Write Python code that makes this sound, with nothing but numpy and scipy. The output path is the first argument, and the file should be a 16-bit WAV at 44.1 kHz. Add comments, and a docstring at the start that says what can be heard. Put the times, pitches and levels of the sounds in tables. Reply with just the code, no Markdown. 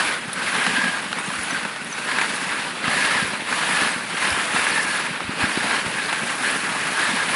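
"""A wooden dog sled glides over packed snow, heard from on board.
From start to end the runners crush snow grains: a scrape that swells with the load and rings in the
runner, with a hiss of fine crystals, over the rumble of the frame and a deep murmur as the sled bends.
Soon the frame thumps over the first lump and metal clips clink; then the crust begins to snap.
Thumps, clinks and snaps, each a short burst that dies away, come back at uneven times."""
import sys
import numpy as np
from scipy import signal
from scipy.io import wavfile
from scipy.ndimage import uniform_filter1d

SR = 44100
rng = np.random.default_rng(int(sys.argv[2]) if len(sys.argv) > 2 else 0)


def waveform_to_disk(signal):
    """Save audio, clipped to [-1, 1], as 16-bit WAV at the path in sys.argv[1]."""
    frames = np.transpose(np.atleast_2d(signal))
    scaled = np.clip(frames, -1, 1) * 32767
    samples = np.round(scaled).astype(np.int16)
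    wavfile.write(sys.argv[1], SR, samples)


N = 324135  # length of the scene [samples]

# how hard the runners press into the snow:
# (time [s], load level [dB], level of the crystal hiss over the load level [dB])
RUNNER_LOAD = [(0.0, -23.5, -7), (0.04, -27, -4), (0.1, -26, -8), (0.22, -34, -10), (0.31, -34.5, -8),
               (0.49, -26, -7.5), (0.51, -30, -6), (0.55, -25.5, -7.5), (0.78, -26.5, -8.5),
               (1.08, -32.5, -8.5), (1.45, -31.5, -3.5), (1.53, -29.5, -7), (1.78, -35.5, -8.5),
               (1.86, -36, -6), (2.19, -27.5, -7.5), (2.37, -29.5, -5), (2.6, -29, -9.5), (2.74, -34, -6),
               (2.83, -31, -12), (2.84, -27.5, -14), (2.97, -24, -6.5), (3.19, -24.5, -9), (3.23, -28, -6),
               (3.44, -33, -11), (3.52, -27, -6.5), (3.83, -23.5, -7), (4.03, -33.5, -6.5),
               (4.15, -30, -7.5), (4.24, -25, -6.5), (4.52, -28.5, -6), (4.56, -24, -6.5),
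               (4.87, -28.5, -4.5), (4.95, -26.5, -6.5), (5.2, -33.5, -11.5), (5.36, -32.5, -9.5),
               (5.42, -23.5, -15), (5.49, -28, -7.5), (5.77, -24.5, -9), (5.81, -29.5, -7.5),
               (6.14, -28.5, -8), (6.26, -30.5, -3.5), (6.3, -27.5, -6.5), (6.37, -32, -3),
               (6.47, -24.5, -7), (6.61, -30, -3), (6.63, -29, -6), (6.96, -28.5, -5), (7.0, -25, -6.5),
               (7.27, -27.5, -6), (7.35, -25, -7)]
MIDDLE_LOAD_DB = -26


def gain_of(db):
    """Turns decibels into a factor for the sound wave."""
    return 10 ** (np.asarray(db) / 20)


def evened(x):
    """Scales a sound to an average strength (rms) of 1."""
    return x / np.sqrt(np.mean(x ** 2) + 1e-20)


def add(mix, start_s, sound):
    """Adds a short sound to the mix, cut off where the mix ends."""
    part = mix[round(start_s * SR):][:len(sound)]
    part += sound[:len(part)]


def control(rows):
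    """Draws straight lines between the rows: one smooth curve for each column after the time."""
    times, *columns = np.transpose(rows)
    return [np.interp(np.arange(N) / SR, times, column) for column in columns]


def load_over_middle():
    """Load on the runners above or below its middle value [dB]."""
    return control(RUNNER_LOAD)[0] - MIDDLE_LOAD_DB


def colour(x, points):
    """Filters to the given spectrum without looking ahead, so that each grain rings after it breaks."""
    hz = abs(np.fft.fftfreq(8192, 1 / SR))
    point_hz, point_db = np.transpose(points)
    log_gain = np.log(gain_of(np.interp(np.log(hz + 1), np.log(point_hz), point_db)))
    # the phase that belongs to this gain puts the response as early as it can be
    taps = np.fft.ifft(np.exp(np.conj(signal.hilbert(log_gain)))).real[:4096]
    return signal.oaconvolve(x, taps / np.linalg.norm(taps))[:len(x)]


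def resonate(x, hz, width):
    """Resonance of gain 1 on a moving pitch: shifts the pitch down to zero, smooths, shifts back."""
    turn = np.exp(2j * np.pi * np.cumsum(hz) / SR)
    decay = np.exp(-np.pi * width / SR)  # width in Hz
    return 2 * (turn * signal.lfilter([1 - decay], [1, -decay], x / turn)).real


def wander(slowest_hz, fastest_hz):
    """Smooth random curve of rms 1: 60 slow waves between two rates, the slower ones stronger."""
    t = np.arange(N // 64 + 2) * 64 / SR
    waves = 0
    for hz in np.geomspace(slowest_hz, fastest_hz, 60):
        waves = waves + np.sin(2 * np.pi * (hz * t + rng.random())) / hz ** 0.57
    return np.interp(np.arange(N) / SR, t, evened(waves))


def grains(per_s, spread_db, smooth):
    """Breaking grains of random size and sign, mixed with a smooth share of sliding noise."""
    size = gain_of(spread_db * np.minimum(rng.exponential(1, N), 5))
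    sign = rng.choice([-1., 1.], N)
    breaks_now = rng.random(N) < per_s / SR
    clicks = evened(size * sign * breaks_now)
    return np.sqrt(1 - smooth) * clicks + np.sqrt(smooth) * rng.standard_normal(N)


def patchy(x, patchy_db):
    """Uneven snow: areas of pitch some hundred Hz wide swell and fade for some tens of ms."""
    spectrum = signal.stft(x, nperseg=256, noverlap=192)[2]
    patches = rng.standard_normal(spectrum.shape[::-1])  # (time, pitch)
    patches = uniform_filter1d(patches, size=24, axis=0)
    patches = evened(uniform_filter1d(patches, size=3, axis=1))
    uneven = spectrum * gain_of(patchy_db * patches).T
    return evened(signal.istft(uneven, nperseg=256, noverlap=192)[1][:N])


def flexing():
    """The whole sled bends over bumps: a lumpy deep murmur with gaps."""
    # spectrum of the murmur: (pitch [Hz], level [dB per Hz])
    deep_spectrum = [(15, -10), (40, -8), (75, -6), (110, -24), (200, -21.5)]
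    level_db = -56 + 0.4 * load_over_middle() + 4.5 * wander(2.5, 9)
    return gain_of(level_db) * colour(rng.standard_normal(N), deep_spectrum)


def frame():
    """The wood shakes with small lumps all along and is jolted by the large ones."""
    # spectrum of the shaking wood: (pitch [Hz], level [dB per Hz])
    rumble_spectrum = [(15, -24), (30, -17), (75, -35), (125, -8.5), (185, 0), (265, -1), (360, -6.5),
                       (600, -7), (1200, -61)]
    # the frame lands on a lump: (middle of the blow [s], peak level [dB], pitch [Hz], length [cycles])
    thumps = [(0.283, -27, 167, 1.7), (0.68, -23, 208, 2.5), (.738, -26, 251, 3.6), (0.785, -20, 260, 3.2),
              (0.841, -24, 220, 2.8), (0.862, -20.5, 230, 2.2), (0.891, -28, 197, 3.7),
              (1.11, -32, 199, 3.3), (1.286, -24, 188, 1.9), (1.391, -36, 80, 1.4),
              (1.531, -24.5, 232, 1.5), (1.657, -30, 198, 2.4), (2.881, -19, 189, 1.1),
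              (3.228, -21, 194, 1.5), (3.245, -34, 80, 1.1), (3.821, -19.5, 240, 1.2),
              (3.964, -23, 218, 1.1), (4.323, -28, 80, 1.7), (4.547, -22, 210, 1.4), (5.113, -27, 166, 1.7),
              (5.25, -34, 90, 0.98), (5.287, -30.5, 70, 1.1), (5.295, -18, 231, 1.1), (5.436, -24, 90, 1.2),
              (5.443, -16, 240, 1.9), (5.576, -13, 290, 1.04), (5.866, -25, 109, 0.49),
              (6.222, -32, 210, 1.9), (6.31, -34, 220, 0.87), (6.545, -32, 222, 3.3),
              (7.092, -24, 220, 1.6), (7.143, -23, 231, 3.1)]
    shake_db, swell = -35.5, 0.47  # level at middle load; dB of rumble per dB of load
    shake = grains(90, spread_db=3.5, smooth=0.68) * gain_of(1.8 * wander(5.9, 25))
    out = colour(evened(shake), rumble_spectrum) * gain_of(shake_db + swell * load_over_middle())
    t = np.arange(-2048, 2048) / SR  # zero at the middle of the blow
    for middle_s, db, hz, cycles in thumps:
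        swell_and_fade = np.exp(-(2 * hz * t / cycles) ** 2)  # snow damps the blow almost at once
        blow = swell_and_fade * np.sin(-2 * np.pi * hz * t)
        add(out, middle_s + t[0], gain_of(db) * blow / abs(blow).max())
    return out


def clips():
    """Metal clips knock on the lines: a wide tick, and one small metal tone that dies away."""
    # (time [s], starting level of the tone [dB], pitch [Hz], time to fall by 60 dB [s])
    clinks = [(.3317, -13.5, 9400, 0.0067), (.3355, -20, 10600, .015), (1.189, -27, 8700, .06),
              (1.26, -30, 8850, .09), (1.262, -38, 6500, .1), (1.4337, -22, 10400, 0.033),
              (1.5086, -26, 6050, 0.059), (1.8468, -21, 10300, 0.0083), (1.9, -38, 6500, 0.088),
              (1.9261, -24.5, 6050, 0.05), (3.9166, -23, 8400, .04), (4.3045, -16, 5100, 0.012),
              (4.306, -21, 10600, .015)]
    out, t = np.zeros(N), np.arange(4096) / SR
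    for start_s, db, hz, t60 in clinks:
        bright_noise = np.diff(rng.standard_normal(len(t) + 1))
        tick = 0.38 * np.exp(-t / 0.00063) * bright_noise
        tone = np.sin(2 * np.pi * hz * t)
        add(out, start_s, gain_of(db - 60 * t / t60) * (tick + tone))
    return out


def crust():
    """Each snap is a burst of crumbs with a pitch set by the size of the piece, over a wide crack."""
    # crust snaps or crunches under a runner:
    # (time [s], peak level [dB], centre pitch [Hz], time for the crumbs to fall by 60 dB [s])
    snaps = [(0.665, -6.5, 1140, 0.034), (.84, -12, 1650, .08), (1.129, -9.5, 1420, 0.018),
             (1.186, -13, 1140, 0.023), (1.303, -16.5, 890, 0.037), (1.335, -18.5, 1090, 0.07),
             (1.507, -15.5, 1470, 0.089), (1.651, -12.5, 832, .03), (1.761, -17, 961, 0.033),
             (1.978, -19.5, 1500, .08), (2.087, -16, 1640, .08), (2.112, -13, 1700, 0.066),
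             (2.185, -10, 1690, .06), (2.212, -9, 1850, 0.086), (2.842, -12, 1880, 0.024),
             (2.856, -25, 1590, .02), (2.88, -10, 1420, 0.016), (3.011, -24, 1750, .08),
             (3.049, -7, 1730, .03), (3.076, -13, 1700, .03), (3.526, -8.5, 1600, 0.03),
             (4.251, -10, 1670, 0.035), (4.561, -11, 1580, 0.069), (4.667, -10, 1660, 0.039),
             (4.776, -9, 1700, 0.11), (5.204, -14.5, 875, .03), (6.128, -8, 1540, 0.026),
             (6.299, -15.5, 1720, .05), (6.868, -16, 1640, .03)]
    # spectrum of the wide crack: (pitch [Hz], level [dB per Hz])
    crack_spectrum = [(300, -30), (900, 0.5), (2500, -7.5), (4500, -16), (6500, -32), (11000, -38)]
    out, t = np.zeros(N), np.arange(4096) / SR
    for start_s, db, hz, t60 in snaps:
        crumbs = rng.standard_normal(len(t)) * gain_of(-60 * t / t60)
        crack = evened(colour(crumbs, crack_spectrum))
        pitched = evened(resonate(crumbs, np.full(len(t), hz), width=480))
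        snap = crack + 1.1 * pitched
        add(out, start_s, gain_of(db) * snap / abs(snap).max())
    return out


def runner_ring(drive, scrape_db):
    """The grains make the runner ring; more load makes the ring higher and stronger."""
    # the snow changes along the trail:
    # (time [s], ring over scrape at middle load [dB], ring pitch at middle load [Hz])
    snow = [(0, -9, 1560), (.3, -6, 1590), (.6, -9.5, 1600), (.85, -0.5, 1670), (.98, -1, 1630),
            (1.1, -15, 1590), (1.5, -7, 1560), (2.1, -8, 1630), (2.4, -14, 1650), (2.8, -10, 1570),
            (3.0, -7.5, 1700), (3.2, -6.5, 1654), (3.5, -18.5, 1720), (4.1, -7, 1620), (4.6, -19, 1680),
            (4.8, -1, 1700), (5.2, -18, 1620), (5.9, -8.5, 1620), (6.3, -10.5, 1620), (7.35, -8, 1660)]
    hz_per_db, waver_hz = 9, 30  # rise in pitch per dB of load; random waver of the pitch
    swell, flicker_db = 1, 2.5  # extra dB of ring per dB of load; random flicker of the level
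    ring_db, ring_hz = control(snow)
    load_db = load_over_middle()
    ring_hz = ring_hz + hz_per_db * load_db + waver_hz * wander(3, 20)
    # two resonances in a row: narrow (clear tone) and wide (blurred tone), widths in Hz
    clean = evened(resonate(resonate(drive, ring_hz, 170), ring_hz, 170))
    wide = evened(resonate(resonate(drive, ring_hz, 520), ring_hz, 520))
    soft = np.clip(0.05 - 0.04 * ring_db, 0, 1)  # the weaker the ring, the more blurred
    level_db = scrape_db + ring_db + swell * load_db + flicker_db * wander(4, 25)
    return ((1 - soft) * clean + soft * wide) * gain_of(level_db)


def runners():
    """Scrape, ring and hiss share the chatter of the runner over uneven snow."""
    # spectra of the scrape and of the crystal hiss: (pitch [Hz], level [dB per Hz])
    scrape_spectrum = [(200, -20), (400, -14), (660, -9.5), (920, -4), (1300, -3.5), (1650, -3),
                       (1960, -3.5), (2600, -5), (3100, -9.5), (4500, -13), (6300, -27), (9000, -21.5)]
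    hiss_spectrum = [(3000, -55.5), (5000, -1), (6500, -1.5), (8000, -2), (10000, 4), (10500, 6),
                     (11000, -6)]
    level_db, hiss_db = control(RUNNER_LOAD)
    scrape_db = level_db + 3.5
    chatter = wander(11, 80)
    drive = grains(2000, spread_db=2.0, smooth=0.76)
    drive = drive * gain_of(0.58 * chatter + 0.5 * wander(14, 60))
    ring = runner_ring(drive, scrape_db)
    scrape = colour(patchy(drive, patchy_db=1.4), scrape_spectrum) * gain_of(scrape_db)
    crystals = grains(4300, spread_db=0.0, smooth=0.99)
    crystals = crystals * gain_of(0.38 * chatter + 0.93 * wander(13, 66))
    hiss = colour(patchy(crystals, patchy_db=1.5), hiss_spectrum) * gain_of(level_db + hiss_db)
    return scrape + ring + hiss


def scene():
    """All the sounds of the sled together, as one channel."""
    return (flexing() + frame() + clips() + crust() + runners())[None]


def record(dry):
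    """A small microphone: the deep bass rolls off below 70 Hz, and the treble stops near 11 kHz."""
    thin = signal.sosfilt(signal.butter(2, 70, "highpass", fs=SR, output="sos"), dry)
    treble_limit = signal.firwin(1601, 11010, window=("kaiser", 8), fs=SR)
    return signal.oaconvolve(thin, treble_limit[None], "same")


dry = scene()
out = record(dry)
waveform_to_disk(out)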